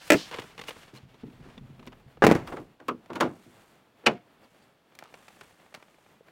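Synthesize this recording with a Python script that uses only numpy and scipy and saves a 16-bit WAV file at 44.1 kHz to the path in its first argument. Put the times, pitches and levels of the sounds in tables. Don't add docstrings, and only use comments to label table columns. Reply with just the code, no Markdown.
import sys
import numpy as np
from scipy import signal
from scipy.fft import rfft, irfft
from scipy.io import wavfile

SR = 44100
rng = np.random.default_rng(int(sys.argv[2]) if len(sys.argv) > 2 else 0)


def wav_record(signal):
    frames = np.transpose(np.atleast_2d(signal))
    bounded = np.clip(frames, -1, 1)
    quanta = np.round(bounded * 32767).astype(np.int16)
    wavfile.write(sys.argv[1], SR, quanta)


N = 278267
AGE_S = np.arange(int(0.7 * SR)) / SR
BAND_HZ = 25 * 2 ** (np.arange(29) / 3)
BAND_EDGE = 2 ** (1 / 6)


def from_db(db):
    return 10 ** (np.asarray(db) / 20)


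def fading(t60_s):
    return np.exp(-np.log(1000) * AGE_S / np.maximum(t60_s, 1e-3))


def at_hz(points, hz):
    point_hz, value = np.transpose(points)
    return np.interp(np.log(hz), np.log(point_hz), value)


def in_time(rows):
    return np.interp(np.arange(N) / SR, *np.transpose(rows))


def unit_blow(x):
    return x / np.sqrt(np.sum(x ** 2) / (SR / 100) + 1e-20)


def add(out, start_s, sound):
    part = out[int(start_s * SR):][:len(sound)]
    part += sound[:len(part)]


def noise_bands():
    white = rng.standard_normal((2, N + len(AGE_S)))
    bands = []
    for k, hz in enumerate(BAND_HZ):
        sos = signal.butter(2, [hz / BAND_EDGE, hz * BAND_EDGE], "band", fs=SR, output="sos")
        bands.append(signal.sosfilt(sos, white[k % 2]))
    return np.array(bands)


def rushing(bands, colour, level_db, flutter_db, flutter_per_s):
    noise = from_db(at_hz(colour, BAND_HZ)) @ bands[:, -N:]
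    flutter = np.interp(np.arange(N) / SR * flutter_per_s, np.arange(N), rng.standard_normal(N))
    return noise / np.std(noise) * from_db(level_db + flutter_db * flutter)


def crack(band_db, flex_hz, flex_db):
    size = 4096
    octaves = np.log2(BAND_HZ / flex_hz)
    swing_db = flex_db * np.exp(-2 * octaves ** 2) + 10 * np.minimum(octaves + 1, 0)
    hz = np.maximum(np.fft.rfftfreq(size, 1 / SR), 1)
    spectrum_db = np.interp(np.log(hz), np.log(BAND_HZ), band_db + swing_db)
    cepstrum = irfft(np.log(from_db(spectrum_db)))
    causal = np.r_[cepstrum[0], 2 * cepstrum[1:size // 2]]
    return np.pad(irfft(np.exp(rfft(causal, size))), (0, len(AGE_S) - size))


def mode(hz, t60_s):
    return signal.lfilter(*signal.iirpeak(hz, 2, fs=SR), fading(t60_s) * np.sin(2 * np.pi * hz * AGE_S))


def ringing(modes, t60_at_500hz_s, bright):
    total = np.zeros(len(AGE_S))
    for k, (hz, db) in enumerate(modes):
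        gain = from_db(db + bright * np.log2(hz) + rng.normal(0, 1))
        total += (-1) ** k * gain * mode(hz, t60_at_500hz_s * (500 / hz) ** 0.4)
    return unit_blow(total)


def chatter(rate_per_s=320, depth_db=3):
    grains = np.interp(AGE_S * rate_per_s, np.arange(len(AGE_S)), rng.standard_normal(len(AGE_S)))
    return from_db(depth_db * grains)


def struck(bands, hits, colour, low_t60_s, high_t60_s, crack_db, tail_db, tail_t60_s,
           modes, modes_db, ring_t60_s, rise_s=0.0019, flex_hz=500, flex_db=2):
    t60_s = np.exp(at_hz([(200, np.log(low_t60_s)), (8000, np.log(high_t60_s))], BAND_HZ))
    body = np.array([unit_blow(fading(t)) for t in t60_s])
    tail = np.array([unit_blow(fading(tail_t60_s * np.sqrt(t / t60_s[0]))) for t in t60_s])
    envelope = np.hypot(body, from_db(tail_db) * tail) * (1 - np.exp(-AGE_S / rise_s))
    out = np.zeros(N)
    for s, level_db, bright in hits:
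        at = int(s * SR)
        band_db = at_hz(colour, BAND_HZ) + bright * np.log2(np.maximum(BAND_HZ, 100) / 1000)
        wash = np.einsum("k,kt,kt->t", from_db(band_db), envelope, bands[:, at:at + len(AGE_S)])
        blow = unit_blow(wash * chatter())
        blow += from_db(crack_db) * unit_blow(crack(band_db, flex_hz, flex_db))
        blow += from_db(modes_db) * ringing(modes, ring_t60_s, bright)
        add(out, s, from_db(level_db) * unit_blow(blow))
    return out


def rebounds(hits, gap_s, loss_db, dulling_db, slowing=1, count=1):
    delays_s = np.r_[0, np.cumsum(gap_s * slowing ** np.arange(count))]
    return [(s + delay_s, db - k * loss_db, bright - k * dulling_db)
            for s, db, bright in hits for k, delay_s in enumerate(delays_s)]


def first_touch(hits, lead_s, softer_db, brighter_db):
    return [(s - lead_s, db - softer_db, bright + brighter_db) for s, db, bright in hits]


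def scattered(span_s, level_db, spread_db, bright_db, count):
    start, end = span_s
    return [(start + (end - start) * (k + when) / count, level_db + spread_db * (size - .5), bright_db)
            for k, (when, size) in enumerate(rng.random((count, 2)))]


# (frequency [Hz], density [dB per Hz])
TRAFFIC_COLOUR = [(18, -46), (30, -21), (150, -3.5), (600, -6.5), (3700, -20), (4540, -29.5),
                  (15000, -33.5)]


def traffic(bands):
    return rushing(bands, TRAFFIC_COLOUR, level_db=-63, flutter_db=2.5, flutter_per_s=18)


# (time [s], frequency [Hz], level [dB], length [s])
CHIRPS = [(4.433, 4830, -66, 0.022), (4.615, 4820, -69, 0.028)]


def bird(fall=0.09, waver=0.045):
    out = np.zeros(N)
    for s, hz, level_db, length_s in CHIRPS:
        through = np.linspace(0, 1, int(length_s * SR))
        wobble = np.interp(through, np.linspace(0, 1, 20), rng.standard_normal(20))
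        phase = 2 * np.pi * np.cumsum(hz * (1 - fall * through + waver * wobble)) / SR
        add(out, s, from_db(level_db) * np.sin(np.pi * through) * np.sin(phase))
    return out


# (frequency [Hz], density [dB per Hz])
BUFFET_COLOUR = [(25, 2), (45, 1.5), (75, -3), (140, 7), (300, -11.5), (800, -51)]
# (time [s], level [dB])
BUFFET = [(0, -69), (.9, -64), (1.85, -54.5), (2.15, -60.5), (2.3, -40.5), (2.7, -68), (3.7, -95.5),
          (6.3, -83)]


def buffet(bands):
    return rushing(bands, BUFFET_COLOUR, in_time(BUFFET), flutter_db=4.5, flutter_per_s=7.4)


# (frequency [Hz], density [dB per Hz])
TRIM_COLOUR = [(59, -36.5), (100, -12.5), (867, -5.5), (3050, -8.5), (15000, -38.5)]


def scuff(bands, level_db=-55, fade_db_per_s=11):
    fading_db = level_db - fade_db_per_s * np.arange(N) / SR
    return rushing(bands, TRIM_COLOUR, fading_db, flutter_db=5.0, flutter_per_s=52)


# (frequency [Hz], density [dB per Hz])
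JACKET_COLOUR = [(500, -4.5), (1500, 0.5), (3200, -4), (5000, -9), (8000, -7.5), (15000, -16.5)]
# (start [s], length [s], level [dB], brightness [dB per octave])
MOVES = [(-.02, 0.18, -49, 1), (0.192, 0.28, -60.5, -0.5), (0.534, 0.28, -58.5, -1),
         (1.331, 0.16, -58, -5.5), (2.434, 0.067, -49, -1.5), (3.145, 0.57, -66, -0.5),
         (4.357, 0.28, -69, -1.5), (5.008, 0.5, -62.5, -1), (5.514, 0.61, -69, -1)]


def jacket(bands, attack_s=0.16, release_t60_s=0.39):
    t, out = np.arange(N) / SR, np.zeros(N)
    for start, length, level_db, bright in MOVES:
        colour = [(hz, db + bright * np.log2(hz)) for hz, db in JACKET_COLOUR]
        attack = np.clip((t - start) / attack_s, 0, 1)
        release = np.exp(-np.log(1000) * np.maximum(t - start - length, 0) / release_t60_s)
        out += attack * release * rushing(bands, colour, level_db, flutter_db=2.5, flutter_per_s=250)
    return out


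# (time [s], level [dB])
SWISH = [(.12, -59), (.16, -42), (.195, -40.5), (.26, -49), (.4, -83)]


def swish(low_hz=2700, high_hz=5500):
    sos = signal.butter(2, [low_hz, high_hz], "band", fs=SR, output="sos")
    noise = signal.sosfilt(sos, rng.standard_normal(N))
    return from_db(in_time(SWISH)) * noise / np.std(noise)


# (frequency [Hz], level [dB])
TRIM_MODES = [(470, 4), (880, 0), (1240, -1), (2050, -4), (2900, -3)]
# (start [s], length [s], level [dB], brightness [dB per octave])
SCRAPES = [(0.316, 0.072, -43, -0.5), (0.67, 0.031, -44.5, 6), (0.935, .052, -54.5, 4.5),
           (5.032, 0.085, -62.5, 1)]


def scrapes(slips_per_s=2400, slip_spread_db=2.5):
    out = np.zeros(N)
    for start, length, level_db, bright in SCRAPES:
        size, spread = rng.standard_normal((2, len(AGE_S)))
        pressure = np.sqrt(np.maximum(np.sin(np.pi * AGE_S / length), 0)) * (AGE_S < length)
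        slipping = rng.random(len(AGE_S)) < slips_per_s / SR
        slips = slipping * size * from_db(slip_spread_db * spread) * pressure
        band_db = at_hz(TRIM_COLOUR, BAND_HZ) + bright * np.log2(BAND_HZ)
        click = unit_blow(crack(band_db, flex_hz=900, flex_db=7.0))
        ring = from_db(-6.0) * ringing(TRIM_MODES, 0.07, bright)
        rub = signal.fftconvolve(slips, click + ring)
        rms = np.sqrt(np.sum(rub ** 2) / (length * SR) + 1e-20)
        add(out, start, from_db(level_db) * rub / rms)
    return out


# (time [s], level [dB], brightness [dB per octave])
TRIM_HITS = [(.3125, -41, 1.5), (.325, -42.5, 0), (.3425, -37, 0.5), (.386, -33, -1.5), (.396, -44.5, 6),
             (.419, -45.5, 0.5), (.44, -48.5, -5), (.579, -44, 2), (.592, -40.5, 1), (.614, -41.5, 3),
             (.638, -47.5, 2), (.6845, -36.5, 1), (.707, -41, 2), (.764, -51, -4), (1.578, -50.5, -0.5),
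             (1.795, -55.5, 0), (1.828, -53.5, -2), (1.8735, -47.5, 1), (1.928, -51.5, -3),
             (2.172, -49.5, -6.5)]
# (start [s], end [s])
CREAKING_S = (.3, 2.2)


def trim(bands):
    knocks = rebounds(TRIM_HITS, gap_s=0.0038, loss_db=9, dulling_db=2.0)
    creaks = scattered(CREAKING_S, level_db=-62, spread_db=16.0, bright_db=0, count=24)
    return struck(bands, knocks + creaks, TRIM_COLOUR, low_t60_s=0.058, high_t60_s=0.0057, crack_db=-7.0,
                  tail_db=-6.0, tail_t60_s=0.09, modes=TRIM_MODES, modes_db=-1.0, ring_t60_s=0.03)


# (time [s], level [dB], brightness [dB per octave])
THUDS = [(0.932, -42, 7), (1.028, -44, -11), (1.136, -54.5, 8.5), (1.229, -34, 4.5), (1.27, -40, 3.5),
         (1.398, -44.5, -1), (1.456, -45.5, 12), (1.568, -45.5, 4), (1.609, -38.5, -9), (1.692, -41, -2.5),
         (1.79, -46.5, 8), (1.865, -41.5, 14.5), (2.057, -45.5, -15)]
# (frequency [Hz], density [dB per Hz])
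THUD_COLOUR = [(50, -19.5), (140, -1.5), (290, 2.5), (520, -24), (15000, -110)]
# (frequency [Hz], level [dB])
CAB_MODES = [(133, 2), (216, -7.5), (250, -3), (385, -13.5)]


def thuds(bands):
    return struck(bands, THUDS, THUD_COLOUR, low_t60_s=0.11, high_t60_s=0.017, crack_db=-20,
                  tail_db=-17, tail_t60_s=0.17, rise_s=0.0071,
                  modes=CAB_MODES, modes_db=2.5, ring_t60_s=0.18)


# (time [s], level [dB], brightness [dB per octave])
TICKS = [(3.06, -56, 0.5), (3.133, -47, 2), (4.952, -57, 6), (4.989, -45.5, 4.5), (5.025, -44.5, -3.5),
         (5.038, -56, 5.5), (5.141, -46, .5), (5.282, -48.5, 1.5), (5.411, -46, 1), (5.742, -46, 2),
         (5.748, -43.5, 2), (5.775, -55, -10), (5.826, -52, 0), (6.284, -54, -2)]
# (start [s], end [s])
FIDDLING_S = (4.92, 6.08)
# (frequency [Hz], density [dB per Hz])
TICK_COLOUR = [(71, -51), (120, -3), (770, 11.5), (2200, 6), (7000, -12), (15000, -25)]
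# (frequency [Hz], level [dB])
ENGINE_BAY_MODES = [(866, -7), (1820, 0), (2400, -0.5), (3990, -9.5)]


def ticks(bands):
    touches = rebounds(TICKS, gap_s=.005, loss_db=16.5, dulling_db=13.5, slowing=1.6, count=2)
    fiddling = scattered(FIDDLING_S, level_db=-60, spread_db=4, bright_db=-3, count=20)
    return struck(bands, touches + fiddling, TICK_COLOUR, low_t60_s=0.02, high_t60_s=0.014, crack_db=-3.0,
                  tail_db=-15, tail_t60_s=.13, rise_s=0.0016,
                  modes=ENGINE_BAY_MODES, modes_db=-7.0, ring_t60_s=0.053)


# (time [s], frequency [Hz], level [dB], t60 [s])
NOTES = [(.974, 4170, -55, 0.026), (1.579, 3520, -52.5, 0.017), (4.066, 710, -30, 0.26),
         (5.056, 1270, -57, 0.022), (6.208, 474, -52, 0.014)]


def ringing_parts():
    out = np.zeros(N)
    for s, hz, level_db, t60_s in NOTES:
        add(out, s, from_db(level_db) * unit_blow(mode(hz, t60_s)))
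    return out


# (time [s], level [dB], brightness [dB per octave])
CATCH_HITS = [(2.8845, -22.5, 1.5)]
# (frequency [Hz], density [dB per Hz])
CATCH_COLOUR = [(130, -7), (300, 7), (790, -8.5), (1200, 1.5), (1750, -16.5), (2500, -10), (4300, -27),
                (15000, -54.5)]
# (frequency [Hz], level [dB])
CATCH_MODES = [(248, -3), (468, -4), (522, -4), (1034, -2.5), (1125, 3), (1205, 2.5), (1281, 2.5)]


def catch(bands):
    graze = first_touch(CATCH_HITS, lead_s=0.002, softer_db=17.0, brighter_db=11)
    blows = rebounds(CATCH_HITS, gap_s=0.00483, loss_db=9.5, dulling_db=2.5, slowing=1.6, count=3)
    return struck(bands, graze + blows, CATCH_COLOUR, low_t60_s=0.35, high_t60_s=0.02, crack_db=-7,
                  tail_db=-14.0, tail_t60_s=0.38, modes=CATCH_MODES, modes_db=5.0, ring_t60_s=.11)


# (time [s], level [dB], brightness [dB per octave])
BONNET_HITS = [(2.474, -39, 7), (2.522, -33.5, 1), (2.569, -37, 2), (2.801, -47, 3), (3.102, -33.5, -0.5),
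               (3.1554, -32.5, 6), (3.2075, -17, 5.5), (3.46, -49.5, -12.5)]
# (frequency [Hz], density [dB per Hz])
BONNET_COLOUR = [(50, -31), (130, -8.5), (320, 3.5), (1100, -3.5), (3000, -23), (15000, -61)]
# (frequency [Hz], level [dB])
BONNET_MODES = [(249, 1), (292, 8.5), (318, 1), (345, 5), (393, 2), (554, -7), (641, -2), (829, -3.5),
                (931, -4.5), (1168, -2), (1432, -7)]


def bonnet(bands):
    graze = first_touch(BONNET_HITS, lead_s=0.0055, softer_db=13.5, brighter_db=0.0)
    blows = rebounds(BONNET_HITS, gap_s=0.012, loss_db=6.5, dulling_db=7.0, slowing=1.4, count=3)
    return struck(bands, graze + blows, BONNET_COLOUR, low_t60_s=0.25, high_t60_s=0.027, crack_db=-11.5,
                  tail_db=-11.5, tail_t60_s=0.42, rise_s=0.00055,
                  modes=BONNET_MODES, modes_db=-1.0, ring_t60_s=.18)


# (time [s], level [dB], brightness [dB per octave])
PROP_HITS = [(4.039, -48, -5), (4.0605, -34, 0.5), (4.0645, -15.5, 5.5)]
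# (frequency [Hz], density [dB per Hz])
PROP_COLOUR = [(90, -29.5), (200, -10.5), (450, -1), (2600, -6.5), (3500, -16), (7000, -30), (15000, -60.5)]
# (frequency [Hz], level [dB])
PROP_MODES = [(151, -9.5), (223, -3.5), (342, -3.5), (461, 2.5), (624, 0.5), (825, -1), (955, 0.5),
              (1035, -3.5), (1468, -4), (2505, 0.5), (2976, -4)]


def prop(bands):
    graze = first_touch(PROP_HITS, lead_s=0.0027, softer_db=12.5, brighter_db=-1.2)
    blows = rebounds(PROP_HITS, gap_s=0.0037, loss_db=5.0, dulling_db=6.0, count=3)
    return struck(bands, graze + blows, PROP_COLOUR, low_t60_s=0.26, high_t60_s=0.036, crack_db=-5.0,
                  tail_db=-22.5, tail_t60_s=0.55, rise_s=0.0012,
                  modes=PROP_MODES, modes_db=0.0, ring_t60_s=0.14)


# (time [s], level [dB], brightness [dB per octave])
LEVER_HITS = [(0.103, -9.5, 2.5), (0.12, -12, 1.5), (0.1323, -19.5, 2.5), (0.1416, -19, 0),
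              (0.1472, -20, -7)]
# (frequency [Hz], density [dB per Hz])
LEVER_COLOUR = [(40, -54.5), (130, -7.5), (300, 2), (600, -5), (1000, -15.5), (2400, -10.5), (3300, -22.5),
                (7900, -28.5), (10000, -37.5)]
# (frequency [Hz], level [dB])
LEVER_MODES = [(296, 5), (345, -5.5), (419, -3.5), (577, 1), (640, -4.5), (1319, -5), (1649, -8.5),
               (1735, -2.5), (2001, -6), (2137, -10), (2417, -4.5), (2714, -12), (7900, -17)]


def lever(bands):
    return struck(bands, LEVER_HITS, LEVER_COLOUR, low_t60_s=0.1, high_t60_s=0.026, crack_db=3.0,
                  tail_db=-19.0, tail_t60_s=0.3, flex_hz=634, flex_db=8.0,
                  modes=LEVER_MODES, modes_db=5.5, ring_t60_s=.078)


# (time [s], level [dB], brightness [dB per octave])
LATCH_HITS = [(2.2221, -13.5, -3.5), (2.23, -22.5, -1), (2.2391, -13, -0.5), (2.2998, -24, -2),
              (2.3189, -27, 1.5), (2.351, -35, 3.5), (2.3615, -45, 3.5)]
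# (frequency [Hz], density [dB per Hz])
LATCH_COLOUR = [(90, -32.5), (320, 4.5), (900, -0.5), (1550, 0.5), (3300, -19), (6000, -23), (15000, -41.5)]
# (frequency [Hz], level [dB])
LATCH_MODES = [(830, 2.5), (1055, -4), (1160, 2), (1515, 1.5), (1650, -0.5), (2125, -9)]


def latch(bands):
    return struck(bands, LATCH_HITS, LATCH_COLOUR, low_t60_s=0.031, high_t60_s=0.025, crack_db=0.5,
                  tail_db=-21.0, tail_t60_s=0.39, modes=LATCH_MODES, modes_db=-2.5, ring_t60_s=.11)


# (time [s], level [dB], brightness [dB per octave])
DOOR_HITS = [(2.2389, -10, -3.5), (2.248, -17, 2.5), (2.2671, -9.5, 2), (2.28, -16.5, -5),
             (2.29, -18, -0.5), (2.3135, -11, 0.5), (2.355, -21.5, -2.5)]
# (frequency [Hz], density [dB per Hz])
DOOR_COLOUR = [(25, -9.5), (65, -16.5), (130, 7), (600, -3), (1000, -8), (1400, -19), (2200, -12.5),
               (3300, -26), (15000, -48.5)]
# (frequency [Hz], level [dB])
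DOOR_MODES = [(130, -4.5), (172, -4.5), (243, 0.5), (292, -0.5), (341, 3.5), (410, -2), (491, 2), (534, -5),
              (642, -6.5), (832, -5.5), (1030, -11), (2424, -13)]


def door(bands):
    return struck(bands, DOOR_HITS, DOOR_COLOUR, low_t60_s=0.05, high_t60_s=0.039, crack_db=8.0,
                  tail_db=-17, tail_t60_s=0.39, flex_hz=440, flex_db=7.5,
                  modes=DOOR_MODES, modes_db=1.0, ring_t60_s=.16)


def scene(bass_cut_hz=95):
    bands = noise_bands()
    reversed_bands = bands[:, ::-1].copy()
    background = traffic(bands) + bird() + buffet(reversed_bands)
    rubbing = scuff(reversed_bands) + jacket(reversed_bands) + swish() + scrapes()
    front = ticks(bands) + ringing_parts() + catch(bands) + bonnet(bands) + prop(bands)
    front = signal.sosfilt(signal.butter(3, bass_cut_hz, "high", fs=SR, output="sos"), front)
    cab = trim(bands) + thuds(bands) + lever(bands) + latch(bands) + door(bands)
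    return (background + rubbing + front + cab)[None]


def record(dry, ceiling=.86, cutoff_hz=15900):
    rounded = dry / (1 + (dry / ceiling) ** 4) ** .25
    return signal.sosfilt(signal.ellip(10, .1, 80, cutoff_hz, fs=SR, output="sos"), rounded)


dry = scene()
out = record(dry)
wav_record(out)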